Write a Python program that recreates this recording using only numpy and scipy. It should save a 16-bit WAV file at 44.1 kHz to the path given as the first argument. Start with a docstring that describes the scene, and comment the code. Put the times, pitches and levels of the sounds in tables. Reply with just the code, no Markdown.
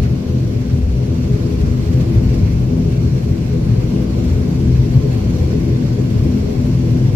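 """Propeller of a taxiing turboprop, heard in the cabin by the window: blades chop turbulent air into fuzzy
noise humps at multiples of the blade rate, over a gusting wash. The fuselage adds rumble, boom and a
blade-rate throb as noise bands; faint machinery sines whine over the flickering noise of engine and
cabin air, with short flares and whooshes. Two microphone ports hear the bass alike and the treble apart."""
import sys
import numpy as np
from scipy import signal
from scipy.fft import rfft, irfft, next_fast_len
from scipy.io import wavfile
from scipy.ndimage import uniform_filter1d

SR = 44100
rng = np.random.default_rng(int(sys.argv[2]) if len(sys.argv) > 2 else 0)


def waveform_to_disk(signal):
    """Save audio, clipped to [-1, 1], as 16-bit WAV at the path in sys.argv[1]."""
    frames = np.transpose(np.atleast_2d(signal))
    scaled = np.clip(frames, -1, 1) * 32767
    samples = np.round(scaled).astype(np.int16)
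    wavfile.write(sys.argv[1], SR, samples)


N = 315315
BLADE_HZ = 83.23

# swell of hiss, machinery and wash: [t/s, hiss level/dB, wash re hiss/dB before trim and gusts]
SWELL = [(0.0, -44.5, 25.5), (0.45, -44.5, 23), (0.89, -45.5, 23), (1.34, -43, 25), (1.79, -42.5, 21.5),
         (2.23, -42.5, 25), (2.68, -44, 25), (3.13, -44, 22), (3.58, -44, 24), (4.02, -42.5, 24.5),
         (4.47, -43, 25.5), (4.92, -42.5, 22.5), (5.36, -42, 25), (5.81, -43, 22), (6.26, -42.5, 25),
         (6.7, -43, 23), (7.15, -43, 25.5)]


def propeller():
    """Blades cut each eddy in turn: noise gathers at blade-rate multiples, long eddies give narrow cores."""
    # humps: [multiple of blade rate, relative density/dB, width/Hz above the top, core power re hump/dB]
    blades = [(2, 1.5, 5.66, -0.5), (3, -0.5, 14, 2.5), (4, -8.5, 18.5, 0), (5, -9, 15.1, 0.5),
              (6, -19, 31.6, 4.5), (7, -25, 24, 1), (8, -28, 13.6, -10), (9, -29.5, 17.6, -10),
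              (10, -37, 15, -4), (11, -40.5, 22, -6)]
    # slow hump levels: [t/s, relative level/dB of multiples 2, 3, 4, 5, 6 and above]
    cores = [(0.0, 1, -4, -10, -1.5, 2), (0.36, -10, -1.5, 1.5, -3.0, -1.5),
             (0.72, -14, 0.5, -10, -2.5, -1.5), (1.08, 0, -3, -2.5, -1.5, 0.0), (1.44, 0, 1.0, 2, 0, -1.5),
             (1.8, 2, 0.5, -3.5, 0.5, 0.0), (2.16, 5, 0.0, 6, -2, 0), (2.52, 3.5, -1, -1.5, -2, -1),
             (2.88, 6, 3.5, -3.5, 1.5, 2.5), (3.24, 2.5, -4.5, 0.5, -6, -2), (3.6, 3.5, -2, -2, 0.5, -0.5),
             (3.96, -6, -1, 5.5, -3, 2), (4.32, 0.5, -0.5, 0, -3.5, 1), (4.68, 0, 3.5, 1.0, -0.5, -2.5),
             (5.04, -5, 1.5, -2, 3.5, 1.5), (5.4, 1, 1.5, 2, -3.5, 1.5), (5.76, 0, 0.5, 2, 3.5, 1),
             (6.12, -4, 2.5, 5.0, 1.5, 1), (6.48, -8, 1, -4.5, 1.5, 1.5), (6.84, 5.5, 2, 3.5, -2.5, 1.5),
             (7.15, -5, -1.0, -3, -6, 0)]
    # wash between the humps: [f/Hz, relative density/dB per Hz]
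    wash_shape = [(110, -15.5), (145, -4), (200, -5), (240, -10), (270, -12), (360, -16), (450, -20),
                  (530, -26.5), (625, -25.5), (700, -33), (1000, -59), (1400, -74), (3000, -110)]
    low_side = 2.33  # width ratio, below the top to above
    core_share = 0.37  # core width re hump width
    weave_db, weave_hz = 2, 4.6
    pitch_drift, drift_hz = .005, 1.597  # rms share of pitch, common to all humps
    humps_db, wash_trim_db = -22.5, -3
    gust_db, gust_hz = 1.03, 6.1

    total = sum(gain_of(2 * db) * width_hz for _, db, width_hz, _ in blades)
    humps = 0
    for multiple, db, width_hz, core_db in blades:
        top_hz = multiple * BLADE_HZ

        def spectrum(hz):
            broad = hump(hz, top_hz, width_hz, low_side)
            core = hump(hz, top_hz, core_share * width_hz) / core_share
            return np.sqrt(broad + gain_of(2 * core_db) * core)

        band = steadied(noise(spectrum), .2)
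        slow_db = over_time(cores, column=min(multiple - 1, 5))
        level_db = db + slow_db + weave_db * wander(weave_hz)
        humps = humps + gain_of(level_db) * np.sqrt(width_hz / total) * band

    # uneven reading speed drifts the pitch
    position = np.arange(N) + np.cumsum(pitch_drift * wander(drift_hz))
    humps = np.array([np.interp(position, np.arange(N), port) for port in humps])

    wash = steadied(shaped_noise(wash_shape), 0.21)
    wash_db = over_time(SWELL, column=1) + over_time(SWELL, column=2)
    wash_db = wash_db + wash_trim_db + gust_db * wander(gust_hz)
    return gain_of(humps_db) * humps + gain_of(wash_db) * wash


def fuselage():
    """Broad rumble, narrower boom and blade-rate throb: noise bands that vary apart and surge together."""
    # rumble: [f/Hz, relative density/dB per Hz]
    rumble_shape = [(12, -34), (25, -27), (38, -13), (48, -11), (58, 1), (65, 2), (74, -2), (80, -5),
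                    (93, -7), (103, -7), (115, -25), (200, -90)]
    # boom resonances: [f/Hz, width/Hz, relative density/dB]
    boom_modes = [(110, 11, -6.5), (126, 10.3, -3), (135, 16, -13)]
    # steadier narrow note inside the boom: [f/Hz, width/Hz, level re boom/dB]
    boom_core = (125.6, 4, -3)
    # slow levels before lumps and surges: [t/s, rumble/dB, boom/dB, throb/dB]
    bass = [(0.0, -15, -20.5, -14), (0.15, -27, -21, -33), (0.3, -33, -21, -17.5), (0.45, -29, -18.0, -35),
            (0.6, -21, -19, -31), (0.75, -22, -17, -22), (0.9, -10.5, -26, -19), (1.05, -30, -18, -22.0),
            (1.2, -26, -24, -21.5), (1.35, -19, -14.5, -23.5), (1.5, -21.5, -22.5, -30),
            (1.65, -17.5, -16, -21), (1.8, -22, -20, -27), (1.95, -19, -15.5, -19), (2.1, -25, -20.5, -27),
            (2.25, -15, -17.5, -21), (2.4, -17.5, -18, -18), (2.55, -16, -16.5, -19), (2.7, -21, -23, -27),
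            (2.85, -21, -18, -28.0), (3.0, -23, -18.0, -26.0), (3.15, -24.0, -17.5, -19.5),
            (3.3, -25, -20.5, -22), (3.45, -23, -21.5, -31), (3.6, -21, -19, -23),
            (3.75, -23.5, -13.5, -31), (3.9, -19.5, -25.5, -30.0), (4.05, -22, -22, -34),
            (4.2, -20, -21, -26), (4.35, -18, -23.5, -16.5), (4.5, -29, -20, -27), (4.65, -18, -18.5, -19),
            (4.8, -15.5, -15.5, -29), (4.95, -20, -14, -35), (5.1, -28, -16.5, -33),
            (5.25, -20.5, -19, -24.0), (5.4, -20, -18, -13.5), (5.55, -25, -21, -23),
            (5.7, -22, -18.5, -23), (5.85, -26, -13.5, -35), (6.0, -31, -19, -26), (6.15, -17.5, -19, -27),
            (6.3, -27, -17.5, -25), (6.45, -21.5, -29, -20), (6.6, -22, -20, -28.0),
            (6.75, -21, -17.5, -31), (6.9, -26, -17.5, -22), (7.05, -24, -13.5, -28.5),
            (7.15, -32, -14, -34)]
    # brief surges and dips: [t/s, change/dB]
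    surges = [(.23, -11), (.65, -8), (.72, 3.5), (1.39, -15), (1.62, 3), (2.17, 8.5), (2.44, 3), (3.31, 10),
              (3.36, -9), (3.77, 0), (3.91, -4), (4.88, -9), (4.98, 4.5), (5.8, -6), (6.18, 5), (6.27, 5.5),
              (6.52, -9)]
    surge_s = 0.025  # half length, to 1/e of the change
    lump_db, lump_hz = 0.5, 11.6
    throb_width_hz = 7

    def boom_spectrum(hz):
        return np.sqrt(sum(gain_of(2 * db) * hump(hz, top_hz, width_hz) for top_hz, width_hz, db in boom_modes))

    def lumpy_gain(column):
        return gain_of(over_time(bass, column) + lump_db * wander(lump_hz))

    t = np.arange(N) / SR
    surge_db = sum(db * np.exp(-((t - s) / surge_s) ** 2) for s, db in surges)

    rumble = steadied(shaped_noise(rumble_shape), 0.064)
    boom = steadied(noise(boom_spectrum), 0.09)
    note_hz, note_width_hz, note_db = boom_core
    note = steadied(noise(lambda hz: np.sqrt(hump(hz, note_hz, note_width_hz))), 0.32)
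    boom = boom + gain_of(note_db) * note
    throb = steadied(noise(lambda hz: np.sqrt(hump(hz, BLADE_HZ, throb_width_hz))), 0.23)

    bass_sum = lumpy_gain(1) * rumble + lumpy_gain(2) * boom + lumpy_gain(3) * throb
    return gain_of(surge_db) * bass_sum


def machinery():
    """Thin sine tones whose strength and phase waver at random."""
    # tones: [f/Hz, level re hiss/dB, waver rate/Hz, left-right/dB, rms level waver/dB]
    tones = [(206.1, 9.5, 3.5, 2.5, 4), (375.5, -4, 2.2, 4, 4), (1030.4, -16, 1.6, 3, 2),
             (1236, -26, 4, 1.5, 4), (1509, -25, 5, 6, 4), (5156, -28, 15, -1.5, 4)]
    phase_waver_rad = 1.16  # rms
    t, out = np.arange(N) / SR, np.zeros((2, N))
    for hz, db, waver_hz, lean_db, waver_db in tones:
        phase = 2 * np.pi * hz * t + phase_waver_rad * wander(waver_hz)
        tone = np.sin(phase) * gain_of(db + waver_db * wander(waver_hz))
        sides = gain_of([[lean_db / 2], [-lean_db / 2]])
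        out += np.sqrt(2) * tone * sides
    return out


def hiss():
    """Engine and air noise in two patchy bands that flicker together, the top more than the middle."""
    # middle band: [f/Hz, relative density/dB per Hz]
    middle_shape = [(300, -50), (800, 3), (1060, 1.5), (1140, 1), (1280, -2.5), (1450, -1), (1860, -3.5),
                    (2100, -1), (2450, -2.5), (2750, -3.5), (3100, -5.5), (3900, -6.5), (4320, -3),
                    (5200, -8), (5750, -5.5), (6300, -10.5), (7500, -11), (8500, -36.5)]
    # thin top band: [f/Hz, relative density/dB per Hz]
    top_shape = [(6500, -40), (7800, 1), (8200, 1), (9800, -2), (10800, 1), (13500, -1), (14300, -3),
                 (15000, -6), (15300, -11), (16000, -12)]
    top_db = -14.5
    flicker = evened(wander(22) + .4 * wander(80))
    middle = patchy(shaped_noise(middle_shape), depth_db=1.1, wide_db=0.68)
    top = patchy(shaped_noise(top_shape), depth_db=2.4, wide_db=.6)
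    top = gain_of(.8 * flicker + .4 * wander(20)) * top
    return gain_of(0.52 * flicker) * middle + gain_of(top_db) * top


def flares():
    """Short bright flares and longer dull whooshes: noise bursts with a quick rise and softer fall."""
    # flares: [onset t/s, level/dB]
    flare_onsets = [(0.022, -43), (1.608, -44), (1.925, -44), (2.004, -42), (2.291, -47), (2.335, -43.5),
                    (2.916, -45), (4.238, -43), (5.135, -45), (5.298, -50.5), (5.381, -45), (6.1, -45),
                    (6.49, -48), (6.873, -50)]
    # flare colour: [f/Hz, relative density/dB per Hz]
    flare_shape = [(600, -50), (1600, 0), (3000, -5), (6000, -9), (9000, -16), (15000, -21)]
    # whooshes: [onset t/s, level/dB, rise/s]
    whooshes = [(.025, -42.5, 0.02), (.5, -50, 0.028), (.61, -47, 0.015), (.69, -47, .012),
                (1.36, -50, .015), (1.58, -53, 0.033), (2.27, -49.5, .025), (2.45, -47, 0.016),
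                (3.68, -48, 0.019), (4.28, -51, .015), (4.74, -47, 0.02), (5.5, -47, 0.014)]
    # whoosh colour: [f/Hz, relative density/dB per Hz]
    whoosh_shape = [(700, -40), (1250, 1), (1650, 0), (2500, -1), (3200, -8), (4000, -11), (6000, -12),
                    (8000, -36)]
    flare_rise_s = 0.0079
    flare_rows = [(s, db, flare_rise_s) for s, db in flare_onsets]
    return bursts(flare_rows, flare_shape) + bursts(whooshes, whoosh_shape)


def bursts(rows, colour):
    """Coloured noise under envelopes that peak rise_s after onset; rows of (s, level dB, rise s)."""
    t, envelope = np.arange(N) / SR, np.zeros(N)
    for s, db, rise_s in rows:
        u = np.maximum(t - s, 0) / rise_s
        envelope += gain_of(db) * u * np.exp(1 - u)
    return envelope * shaped_noise(colour)


def noise(gain):
    """Noise of amplitude spectrum gain(hz) at the two ports; their mean has unit rms."""
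    # likeness of the ports: [f/Hz, correlation before the phase lead]
    likeness = [(60, .995), (200, .985), (290, .93), (400, .7), (550, .47), (650, .36), (800, .33),
                (920, .2), (1050, 0), (1250, -.26), (1800, -.3), (2700, .15), (3700, -.25), (7000, -.24),
                (8800, -.05), (10000, .2), (11200, .02), (15000, .13)]
    # level balance: [f/Hz, left-right/dB]
    lean = [(40, 1.8), (110, 2.4), (280, 2.7), (420, 8.5), (520, 6.5), (700, 6.3), (1050, -1.2),
            (4500, -1.8), (5700, -5.5), (6800, -1.9), (15000, -1.3)]
    # phase lead of the right port: [f/Hz, phase/rad]
    lead = [(60, -.15), (200, -.15), (330, 0), (450, .6), (550, .65), (650, 1.4), (770, 2.4), (1030, 2.6),
            (1070, 0), (15000, 0)]
    size = next_fast_len(N)
    hz = np.fft.rfftfreq(size, 1 / SR)
    left, other = rfft(rng.standard_normal((2, size)))
    same = np.clip(read(likeness, hz), -1, 1)
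    right = same * left + np.sqrt(1 - same ** 2) * other
    right = right * np.exp(1j * read(lead, hz))
    half = gain_of(read(lean, hz) / 2)
    pair = irfft(gain(hz) * np.array([left * half, right / half]), size)[:, :N]
    return pair / np.std(pair.mean(0))


def shaped_noise(points):
    """Port-pair noise with the spectrum of a (Hz, dB per Hz) table."""
    return noise(lambda hz: gain_of(read(points, hz)))


def hump(hz, top_hz, width_hz, low_side=1):
    """Power of a resonance-shaped band with its top at 1, low_side times wider below the top."""
    width_hz = np.where(hz < top_hz, low_side * width_hz, width_hz)
    return 1 / (1 + (2 * (hz - top_hz) / width_hz) ** 2) ** 2


def steadied(pair, span_s):
    """Evens out the level over spans of span_s, so that a curve can set it."""
    size = max(round(span_s * SR), 1)
    power = uniform_filter1d(uniform_filter1d(pair.mean(0) ** 2, size), size)
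    return pair / np.sqrt(power + 0.038)  # the floor limits the lift of gaps


def patchy(pair, depth_db, wide_db):
    """Lifts and lowers small and large patches of time and frequency at random, alike at both ports."""
    _, _, z = signal.stft(pair, nperseg=512)
    small, wide = rng.standard_normal(z.shape)
    small = uniform_filter1d(uniform_filter1d(small, size=3, axis=0), size=6, axis=1)
    wide = uniform_filter1d(uniform_filter1d(wide, size=7, axis=0), size=40, axis=1)
    patch_db = depth_db * evened(small) + wide_db * evened(wide)
    return signal.istft(z * gain_of(patch_db), nperseg=512)[1][:, :N]


def wander(top_hz):
    """Slow random curve of unit rms, mostly below top_hz."""
    hz = np.fft.rfftfreq(N, 1 / SR)
    return evened(irfft(rfft(rng.standard_normal(N)) / (1 + (hz / top_hz) ** 4), N))


def over_time(table, column):
    """One column of a curve table, a value per sample."""
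    rows = np.array(table)
    return np.interp(np.arange(N) / SR, rows[:, 0], rows[:, column])


def read(points, hz):
    """Reads a table along log frequency."""
    f, value = np.transpose(points)
    return np.interp(np.log(hz + 1), np.log(f + 1), value)


def evened(x):
    """Scales to unit rms."""
    return x / np.sqrt(np.mean(x ** 2) + 1e-20)


def gain_of(db):
    """Decibels to amplitude."""
    return 10 ** (np.asarray(db) / 20)


def scene():
    """Propeller and surging fuselage bass, with machinery and hiss swelling together, and flares."""
    swelling = gain_of(over_time(SWELL, column=1)) * (machinery() + hiss())
    return propeller() + fuselage() + swelling + flares()


def record(dry):
    """Soft ceiling at full scale, then a linear-phase low-pass."""
    edge_hz = 15720
    held = dry / (1 + abs(dry) ** 12) ** (1 / 12)
    held = np.pad(held, [(0, 0), (511, 511)], "reflect", reflect_type="odd")
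    low_pass = signal.firwin(1023, edge_hz, window=("kaiser", 9), fs=SR)
    return signal.oaconvolve(held, low_pass[None], "valid")


dry = scene()
out = record(dry)
waveform_to_disk(out)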